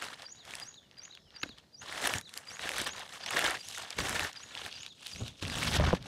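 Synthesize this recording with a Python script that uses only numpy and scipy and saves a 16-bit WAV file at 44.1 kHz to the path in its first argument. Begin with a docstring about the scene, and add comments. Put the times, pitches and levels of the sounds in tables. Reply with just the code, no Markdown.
"""Outdoors on stony ground, the microphone close to a thin plastic sheet being shaken open and spread.
Creases buckle in dense crackling bursts, single folds snap, pockets of the sheet slap the ground and a
stone clacks; each swing pushes a low puff of air at the microphone. From the bushes a small bird repeats
one four-note phrase; a farther one trills once and drops two whistles, over a faint outdoor hush."""
import sys
import numpy as np
from scipy import signal
from scipy.fft import rfft, irfft, next_fast_len
from scipy.io import wavfile
from scipy.ndimage import uniform_filter1d, map_coordinates

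SR = 44100
rng = np.random.default_rng(int(sys.argv[2]) if len(sys.argv) > 2 else 0)


def unload_audio(sound):
    """Save the sound as a 16-bit wav file, at the path given as the first command line argument."""
    columns = np.transpose(np.atleast_2d(sound))
    # keep every value between -1 and 1, then stretch to whole-number steps
    steps = np.round(np.clip(columns, -1, 1) * 32767)
    wavfile.write(sys.argv[1], SR, steps.astype(np.int16))


N = 267687

# Effort of the hands, one curve a movement. Each point: time in seconds, effort in dB.
MOVEMENTS = [
    [(0, -52), (.028, -41), (.13, -48), (.17, -55.5), (.23, -50), (.3, -67.5), (.43, -63)],
    [(.45, -53.5), (.52, -49), (.6, -50.5), (.64, -52.5), (.675, -56)],
    [(.69, -62.5), (.83, -76), (1.04, -61), (1.15, -67), (1.25, -82), (1.37, -55), (1.41, -69)],
    [(1.45, -53.5), (1.56, -74), (1.588, -55.5), (1.61, -70.5), (1.8, -76.5)],
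    [(1.82, -49.5), (1.95, -42.5), (2.005, -41.5)],
    [(2.02, -37), (2.064, -34), (2.12, -41), (2.17, -37.5), (2.21, -54)],
    [(2.235, -71), (2.38, -51), (2.41, -56)],
    [(2.43, -60), (2.52, -46), (2.58, -53.5)],
    [(2.6, -44.5), (2.69, -41.5), (2.74, -40), (2.82, -36.5), (2.86, -45.5), (2.88, -38.5)],
    [(2.9, -50), (2.974, -43.5), (3.03, -47.5)],
    [(3.07, -54.5), (3.15, -45.5), (3.19, -55.5)],
    [(3.21, -47), (3.29, -44)],
    [(3.31, -42.5), (3.35, -35.5), (3.45, -33), (3.53, -38.5), (3.57, -44)],
    [(3.6, -58), (3.7, -49), (3.77, -50.5)],
    [(3.785, -45.5), (3.82, -42.5), (3.87, -52), (3.96, -50)],
    [(3.98, -42.5), (3.99, -35.5), (4.04, -36.5), (4.25, -37), (4.3, -48.5)],
    [(4.33, -55.5), (4.51, -51), (4.67, -42.5), (4.69, -52)],
    [(4.71, -52), (4.84, -52), (4.88, -53)],
    [(4.91, -70), (5.0, -61), (5.09, -48), (5.2, -55), (5.29, -55.5), (5.34, -66.5), (5.41, -58.5)],
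    [(5.43, -41), (5.47, -48.5), (5.61, -34), (5.7, -37.5), (5.765, -33)],
    [(5.785, -41.5), (5.84, -39), (5.9, -36), (5.92, -47.5)],
    [(5.95, -40.5), (6.0, -61.5), (6.07, -45.5)],
]
# What buckles in each movement. Each row: tilt towards large folds in dB, lift of fine creases in dB.
FOLD_BALANCE = [(-0.5, 1.5), (0, 5), (0, -12), (-1.5, -2), (0, 1.5), (1, 6), (1, 13), (-0.5, 4.5),
                (-0.5, 2.5), (-0.5, -0.5), (-0.5, 6.5), (-2, -3.5), (0.5, 0.5), (-4.5, 7), (-1.5, 1.5),
                (0, 2.5), (-1.5, 1), (-5.5, -4.5), (-6, 3), (-2, 0.5), (0.5, -4), (-1.5, -3)]
# The sheet's five ranges, low to high. Each row: frequency in Hz, relative spectral density in dB.
BODY_SPECTRUM = [(120, -6), (250, -4.5), (550, 2.5), (900, -7.5), (1500, -5.5)]
CRACKLE_SPECTRUM = [(450, -9), (750, -5.5), (1300, -4.5), (1800, -1), (2300, -9), (2900, -49)]
CRISP_SPECTRUM = [(2100, -12.5), (2700, 1), (3400, 1), (4800, -5), (6500, -10.5), (8500, -50)]
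SIZZLE_SPECTRUM = [(5000, -3), (6800, -0.5), (8000, 0), (11500, -9.5), (13000, -27), (15500, -27)]
SHEEN_SPECTRUM = [(11000, -12), (12500, 3), (15700, -2)]
# Single folds. Each row: start in seconds, ring peak in dB, pitch in Hz, tick against the ring in dB.
FOLD_SNAPS = [(0.023, -27.5, 1200, -6), (0.051, -38, 3570, -2), (.221, -32, 4530, -30),
              (.357, -45.5, 3450, -15), (.4519, -41, 3130, -6), (.508, -32, 3150, -8),
              (0.537, -26.5, 2000, -13), (0.5529, -23.5, 3740, -5.5), (0.5993, -33, 1970, -1.5),
              (0.7424, -41, 3780, -23), (0.9124, -40.5, 2900, -32), (.9847, -45, 2500, -6),
              (1.0184, -43.5, 2280, -20), (1.034, -45, 3060, -8), (1.052, -42, 2975, -22),
              (1.079, -45, 1310, -26), (1.1508, -37.5, 3420, -20), (1.1734, -39.5, 1920, -30),
              (1.3053, -43.5, 2650, -30), (1.363, -35, 2500, -36), (1.416, -37, 2570, -26),
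              (1.491, -38.5, 1800, -15), (1.5836, -38, 3030, -16), (1.8192, -35, 1520, -22),
              (1.925, -26.5, 1510, -11), (2.073, -18.5, 1090, 0.5), (2.1375, -16, 2020, -9),
              (2.1837, -22, 5000, -23), (2.212, -35, 2500, -2), (2.2927, -35.5, 3460, -7),
              (2.339, -32.5, 3470, -4), (2.375, -23.5, 3960, -4), (2.569, -33.5, 1910, -22),
              (2.5935, -27.5, 1830, -30), (2.6912, -20.5, 1800, -10), (2.7171, -24.5, 2050, -6),
              (2.7823, -21.5, 1700, -1), (2.816, -27, 1870, 2), (2.8444, -34, 3210, 2),
              (2.8744, -27.5, 1360, -2), (2.964, -31, 2920, -23), (2.9938, -33, 3050, -3),
              (3.2617, -23, 2750, -7), (3.3071, -26, 1660, -2), (3.392, -17, 1940, -3),
              (3.45, -20, 1370, -12), (3.474, -31, 1970, 0), (3.5075, -25.5, 2370, 1),
              (3.686, -30, 3500, -1.5), (3.782, -30, 2830, 2.5), (3.905, -25, 4400, -19),
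              (3.9872, -21, 1570, -10), (4.094, -23, 1460, 2), (4.1573, -24, 1530, -12),
              (4.1946, -15.5, 1940, -12), (4.33, -34.5, 4400, -12), (4.5513, -25.5, 2920, -36),
              (4.6626, -27, 1760, -7), (4.7266, -29, 3260, -30), (4.832, -30, 3100, -16),
              (4.8634, -27, 3010, -15), (5.0683, -26, 3210, -5.5), (5.1604, -29.5, 2790, -19),
              (5.28, -29.5, 3630, -10), (5.4252, -23.5, 3120, -19), (5.4515, -23, 2500, -23),
              (5.48, -24.5, 3200, -14), (5.499, -27, 2650, -8), (5.7983, -25, 1800, -10),
              (5.906, -23, 970, -26), (6.026, -36.5, 3050, -17)]
# Pockets hitting the ground. Each row: start in seconds, level in dB, pitch in Hz, t60 in seconds.
POCKET_SLAPS = [(1.436, -31, 300, 0.026), (1.46, -40.5, 290, 0.053), (1.495, -40, 248, 0.032),
                (3.988, -24, 500, 0.014), (5.21, -31, 247, 0.052), (5.222, -29.5, 110, 0.13),
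                (5.426, -29, 310, 0.024), (5.798, -18, 598, 0.03), (5.838, -19.5, 745, 0.021),
                (5.9302, -8.5, 562, 0.011), (5.934, -20.5, 181, 0.073), (5.936, -9.5, 496, 0.012)]
# One stone tipping against another. Each row: contact time in seconds, level in dB.
STONE_CONTACTS = [(1.431, -29), (1.432, -20), (1.4343, -20)]
# The stone's modes. Each row: frequency in Hz, relative level in dB, t60 in seconds.
STONE_MODES = [(1540, -4, 0.02), (2140, -13, 0.019), (2620, 0, 0.0085), (3830, 0, 0.0053),
               (5800, -14, 0.0088), (8650, -26, 0.0046)]
# Swings that push air. Each row: peak time in seconds, air strength in dB, fall in dB per second.
SHEET_SWINGS = [(.038, -67, 130), (.632, -64.5, 209), (1.441, -56.5, 92), (1.82, -62, 130),
                (2.158, -45, 282), (2.82, -53, 130), (3.33, -61, 45), (3.52, -49, 253), (3.998, -43.5, 66),
                (4.65, -61.5, 75), (5.16, -47, 107), (5.21, -39, 200), (5.442, -40.5, 87), (5.56, -44, 31),
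                (5.66, -38.5, 100), (5.74, -37.5, 58), (5.805, -27, 144), (5.87, -31.5, 200),
                (5.93, -43, 453.5)]
# Air at the microphone, low and lower. Each row: frequency in Hz, relative spectral density in dB.
PUFF_SPECTRUM = [(40, -65), (80, -2), (130, -3), (200, -7), (300, -11.5)]
HEAVE_SPECTRUM = [(22, -36), (40, -12), (62, -7), (80, -5), (110, -23)]
# The near bird's four notes. Each point: seconds from the phrase time, pitch in Hz, relative level in dB.
PHRASE_NOTES = [
    [(-.033, 4720, -23), (-.022, 4790, -9.5), (-.012, 4930, -4.5), (-.004, 4750, 4.5), (.002, 4600, -8)],
    [(.004, 5480, -13), (.018, 5620, -11), (.033, 6070, -5.5), (.048, 6670, -7.5), (.057, 6830, 0),
     (.062, 6850, -45)],
    [(.085, 3850, -28), (.1, 3930, -16.5), (.114, 3860, -5.5), (.118, 3820, -42)],
    [(.116, 5200, -13), (.123, 4246, -10), (.137, 3840, -5), (.152, 3460, -8), (.168, 3260, -19),
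     (.174, 3240, -26)],
]
# Its phrases. Each row: time in seconds, level in dB, offset of the two low notes in dB.
PHRASES_SUNG = [(.27, -42, -3.5), (.637, -43.5, -3.5), (1.0, -45, -1), (1.372, -44, -0.5), (1.759, -45, 0),
                (2.127, -45.5, 0.5), (2.496, -42.5, 1), (2.869, -43.5, -0.5), (3.242, -42, 2),
                (3.617, -43, 0), (4.006, -42, -6), (4.383, -45, 0.5), (4.768, -47, 3.5), (5.141, -44.5, 1),
                (5.524, -44, -6)]
# The bushes' answer. Each entry: echo against one of the four notes in dB.
NOTE_ECHO_DB = [-15.5, -5.5, -20, -6]
# The far bird's first trill chirp, then its two low whistles.
# Each row: start in seconds, length in seconds, first pitch in Hz, last pitch in Hz, level in dB.
FIRST_CHIRP = (1.198, .013, 5600, 4950, -68)
FAR_WHISTLES = [(.82, .05, 3250, 2800, -68), (1.255, .045, 3250, 2780, -66)]
# The open air all round. Each row: frequency in Hz, relative spectral density in dB.
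HUSH_SPECTRUM = [(18, -35), (30, -15), (173, 7), (359, 3.5), (673, 1), (830, -9), (945, -5.5), (1970, -52),
                 (3980, -5), (5590, -12), (15500, -26)]

BODY_DB, CRACKLE_DB, CRISP_DB, SIZZLE_DB, SHEEN_DB = -10.5, -1.5, -3, -12.5, -33.5  # against the effort
BODY_GROWTH, SIZZLE_GROWTH, SHEEN_GROWTH = 1.27, 1.17, 1.54  # dB per dB of effort, about MID_EFFORT_DB
MID_EFFORT_DB, REST_DB = -45, -79  # rest: the crumpled sheet settling between movements
THUD_DB, STIR_DB = -8.5, -18.5  # folds shaken by the air, against it; air stirred, against the effort
SWING_RISE_DB_PER_S, BREEZE_DB = 496, -72.5
HUSH_DB, TOP_HZ = -68.5, 15800


def sheet_rustle():
    """Close up, the hands set five ranges of creases going, all in the same clumps."""
    effort_db, large_db, fine_db = hands()
    grown_db = lambda growth: MID_EFFORT_DB + growth * (effort_db - MID_EFFORT_DB)
    clumps = 1.1 * wobble(25) + 2.4 * wobble(140)
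    low = creases(5000, 235, 1163, cycles=0.96, scatter_db=3.0, clumps_db=0.42 * clumps, blur=0.64)
    mid = creases(14000, 683, 7300, cycles=2.13, scatter_db=3.0, clumps_db=1.12 * clumps, blur=0.43)
    fine = creases(20000, 5000, 15000, cycles=4.5, scatter_db=3.3, clumps_db=0.8 * clumps, blur=0.8)
    body_gain = np.hypot(amp(grown_db(BODY_GROWTH) + large_db + BODY_DB), amp(THUD_DB) * moving_air())
    body = body_gain * coloured(low, BODY_SPECTRUM)
    crackle = amp(effort_db + large_db + CRACKLE_DB) * coloured(mid, CRACKLE_SPECTRUM)
    crisp = amp(effort_db - large_db + CRISP_DB) * coloured(mid, CRISP_SPECTRUM)
    sizzle = amp(grown_db(SIZZLE_GROWTH) + SIZZLE_DB) * coloured(fine, SIZZLE_SPECTRUM)
    sheen = amp(grown_db(SHEEN_GROWTH) + SHEEN_DB) * coloured(fine, SHEEN_SPECTRUM)
    return body + crackle + crisp + amp(fine_db - large_db) * (sizzle + sheen)


def creases(count, low_hz, high_hz, cycles, scatter_db, clumps_db, blur):
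    """Creases buckle at random: short damped rings, few large and many small, over a blur of noise."""
    when, pitch, size, phase = rng.random((count, 4)).T
    hz = (low_hz * (high_hz / low_hz) ** pitch)[:, None]
    age = np.arange(256)  # samples
    rings = np.sin(2 * np.pi * (hz * age / SR + phase[:, None])) * np.exp(-age * hz / (SR * cycles))
    rings *= amp(-scatter_db * np.log(1.005 - size))[:, None]
    at = (when * N).astype(int)[:, None] + age
    grains = np.bincount(at.ravel(), rings.ravel(), N + len(age))[:N]
    return amp(clumps_db) * (unit(grains) + blur * rng.standard_normal(N))


def hands():
    """Effort in dB, and the balance of large folds and fine creases that holds through each movement."""
    (moved_db,) = curves(np.concatenate(MOVEMENTS))
    effort_db = 20 * np.log10(np.hypot(amp(moved_db), amp(REST_DB)))
    held = [(s, *balance) for move, balance in zip(MOVEMENTS, FOLD_BALANCE)
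            for s in (move[0][0], move[-1][0])]
    return effort_db, *curves(held)


def fold_snaps():
    """Each fold flips in a few milliseconds: a rough ring at its own pitch and a bright tick."""
    out, t = np.zeros(N), np.arange(SR // 25) / SR
    rise = 1 - np.exp(-t / 0.00018)

    def burst(band_hz, order, t60):
        noise = rng.standard_normal(len(t)) * rise * amp(-60 * t / t60)
        band = signal.lfilter(*signal.butter(order, band_hz, "band", fs=SR), noise)
        return band / np.abs(band).max()

    for start, db, hz, tick_db in FOLD_SNAPS:
        ring = burst([0.7 * hz, 1.5 * hz], order=2, t60=0.006)
        tick = amp(tick_db) * burst([5500, 11500], order=3, t60=0.0066)
        add_at(out, start, amp(db) * (ring + tick))
    return out


def pocket_slaps():
    """A pocket of the sheet slaps the ground and rings its trapped air once."""
    out, t = np.zeros(N), np.arange(SR // 10) / SR
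    for start, db, hz, t60 in POCKET_SLAPS:
        fundamental = struck_mode(t, hz, db, t60, rise_s=0.0004)
        overtone = struck_mode(t, 1.62 * hz, db - 9.5, 0.95 * t60, rise_s=0.0004)
        add_at(out, start, fundamental + overtone)
    return out


def stone_clack():
    """One stone tips against another: each contact rings a few short modes, with a burst of grit."""
    out, t = np.zeros(N), np.arange(SR // 10) / SR
    lowpass = signal.butter(2, 5500, fs=SR)
    for start, db in STONE_CONTACTS:
        ring = sum(struck_mode(t, hz, db + mode_db + rng.normal(0, 2.35), t60, rise_s=0.00022)
                   for hz, mode_db, t60 in STONE_MODES)
        grit = amp(db - 5 - 60 * t / 0.008) * signal.lfilter(*lowpass, rng.standard_normal(len(t)))
        add_at(out, start, ring + grit)
    return out


def air_puffs():
    """Low, lumpy puffs reach the near microphone; the stronger the swing, the deeper it heaves."""
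    air = moving_air()
    puffs = coloured(amp(3 * wobble(25)) * rng.standard_normal(N), PUFF_SPECTRUM)
    heave = coloured(amp(3.5 * wobble(11)) * rng.standard_normal(N), HEAVE_SPECTRUM)
    return air * puffs + amp(5.5) * air ** 1.195 * heave


def moving_air():
    """Gain of the air: each swing rises fast and dies away, over the stir of the hands and a breeze."""
    t = np.arange(N) / SR
    swing_power = sum(amp(db - np.maximum(SWING_RISE_DB_PER_S * (peak_s - t), fall * (t - peak_s))) ** 2
                      for peak_s, db, fall in SHEET_SWINGS)
    stir = amp(hands()[0] + STIR_DB)
    return np.sqrt(swing_power + stir ** 2 + amp(BREEZE_DB) ** 2)


def near_bird():
    """From the bushes, one whistled phrase, a little different and a little unsteady each time."""
    out, flutter_db = np.zeros(N), 3 * wobble(150)
    for phrase_s, phrase_db, low_db in PHRASES_SUNG:
        note_levels = phrase_db + np.array([0, 0, low_db, low_db])
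        for note, db, echo_db in zip(PHRASE_NOTES, note_levels, NOTE_ECHO_DB):
            when, hz, shape_db = np.transpose(note)
            t = np.arange(when[0], when[-1], 1 / SR)
            start = phrase_s + when[0]
            level_db = db + np.interp(t, when, shape_db) + flutter_db[round(start * SR):][:len(t)]
            tone = whistle(np.interp(t, when, hz), level_db)
            add_at(out, start, bushes(tone, echo_db))
    return out


def far_bird(chirp_count=8, chirp_step_s=0.0188):
    """Farther off, a trill of short falling chirps and two lower whistles, trailed by their echoes."""
    out = np.zeros(N)
    trill = [(FIRST_CHIRP[0] + k * chirp_step_s, *FIRST_CHIRP[1:]) for k in range(chirp_count)]
    for start, length, first_hz, last_hz, db in trill + FAR_WHISTLES:
        tone = whistle(np.geomspace(first_hz, last_hz, round(length * SR)), db)
        add_at(out, start, bushes(tone, echo_db=-7))
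    return out


def whistle(hz, db):
    """A bird's note: a soft-edged sine following pitch and level, given per sample."""
    return amp(db) * np.sin(2 * np.pi * np.cumsum(hz) / SR) * signal.windows.tukey(len(hz), 0.15)


def bushes(direct, echo_db, t60=0.39):
    """The direct sound and its echoes scattered by the bushes, which never return alike."""
    t = np.arange(SR // 2) / SR
    tail = rng.standard_normal(len(t)) * amp(-60 * t / t60)
    echoes = signal.fftconvolve(direct, tail / np.linalg.norm(tail))
    return np.pad(direct, (0, len(t) - 1)) + amp(echo_db) * echoes


def outdoor_hush():
    """Faint, steady noise behind everything."""
    return amp(HUSH_DB) * coloured(rng.standard_normal(N), HUSH_SPECTRUM)


def struck_mode(t, hz, db, t60, rise_s):
    """A sine that rises quickly and falls 60 dB in t60 seconds."""
    return amp(db - 60 * t / t60) * np.sin(2 * np.pi * hz * t) * (1 - np.exp(-t / rise_s))


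def coloured(x, spectrum):
    """x with the given spectrum in place of its own, at rms 1."""
    size = next_fast_len(N + 8192)
    bins, hz = rfft(x, size), np.fft.rfftfreq(size, 1 / SR)
    own_shape = np.sqrt(np.abs(uniform_filter1d(np.abs(bins) ** 2, size=3000))) + 1e-12
    knot_hz, knot_db = np.transpose(spectrum)
    gain = amp(np.interp(np.log(hz + 1), np.log(knot_hz + 1), knot_db, left=-120, right=-120))
    return unit(irfft(bins * gain / own_shape, size)[:N])


def wobble(rate):
    """A smooth random curve, rate knots a second."""
    return map_coordinates(rng.standard_normal(int(N * rate / SR) + 4), [np.arange(N) * rate / SR])


def curves(rows):
    """One value per sample for each column after the time."""
    times, *columns = np.transpose(rows)
    return [np.interp(np.arange(N) / SR, times, column) for column in columns]


def add_at(out, start_s, sound):
    """Mix sound into out from start_s, as far as it fits."""
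    span = out[round(start_s * SR):][:len(sound)]
    span += sound[:len(span)]


def amp(db):
    """Gain of a level in dB."""
    return 10 ** (np.asarray(db) / 20)


def unit(x):
    """x at rms 1."""
    return x / np.sqrt(np.mean(x ** 2) + 1e-20)


def scene():
    """One microphone: the sheet and the stone close by, the birds and the hush beyond."""
    background = outdoor_hush()
    close = sheet_rustle() + fold_snaps() + pocket_slaps() + stone_clack() + air_puffs()
    return (close + near_bird() + far_bird() + background)[None]


def record(dry):
    """The camera's sound input keeps nothing above its band limit."""
    size = next_fast_len(N + 8192)
    passband = np.fft.rfftfreq(size, 1 / SR) < TOP_HZ
    return irfft(rfft(dry, size) * passband, size)[:, :N]


dry = scene()
out = record(dry)
unload_audio(out)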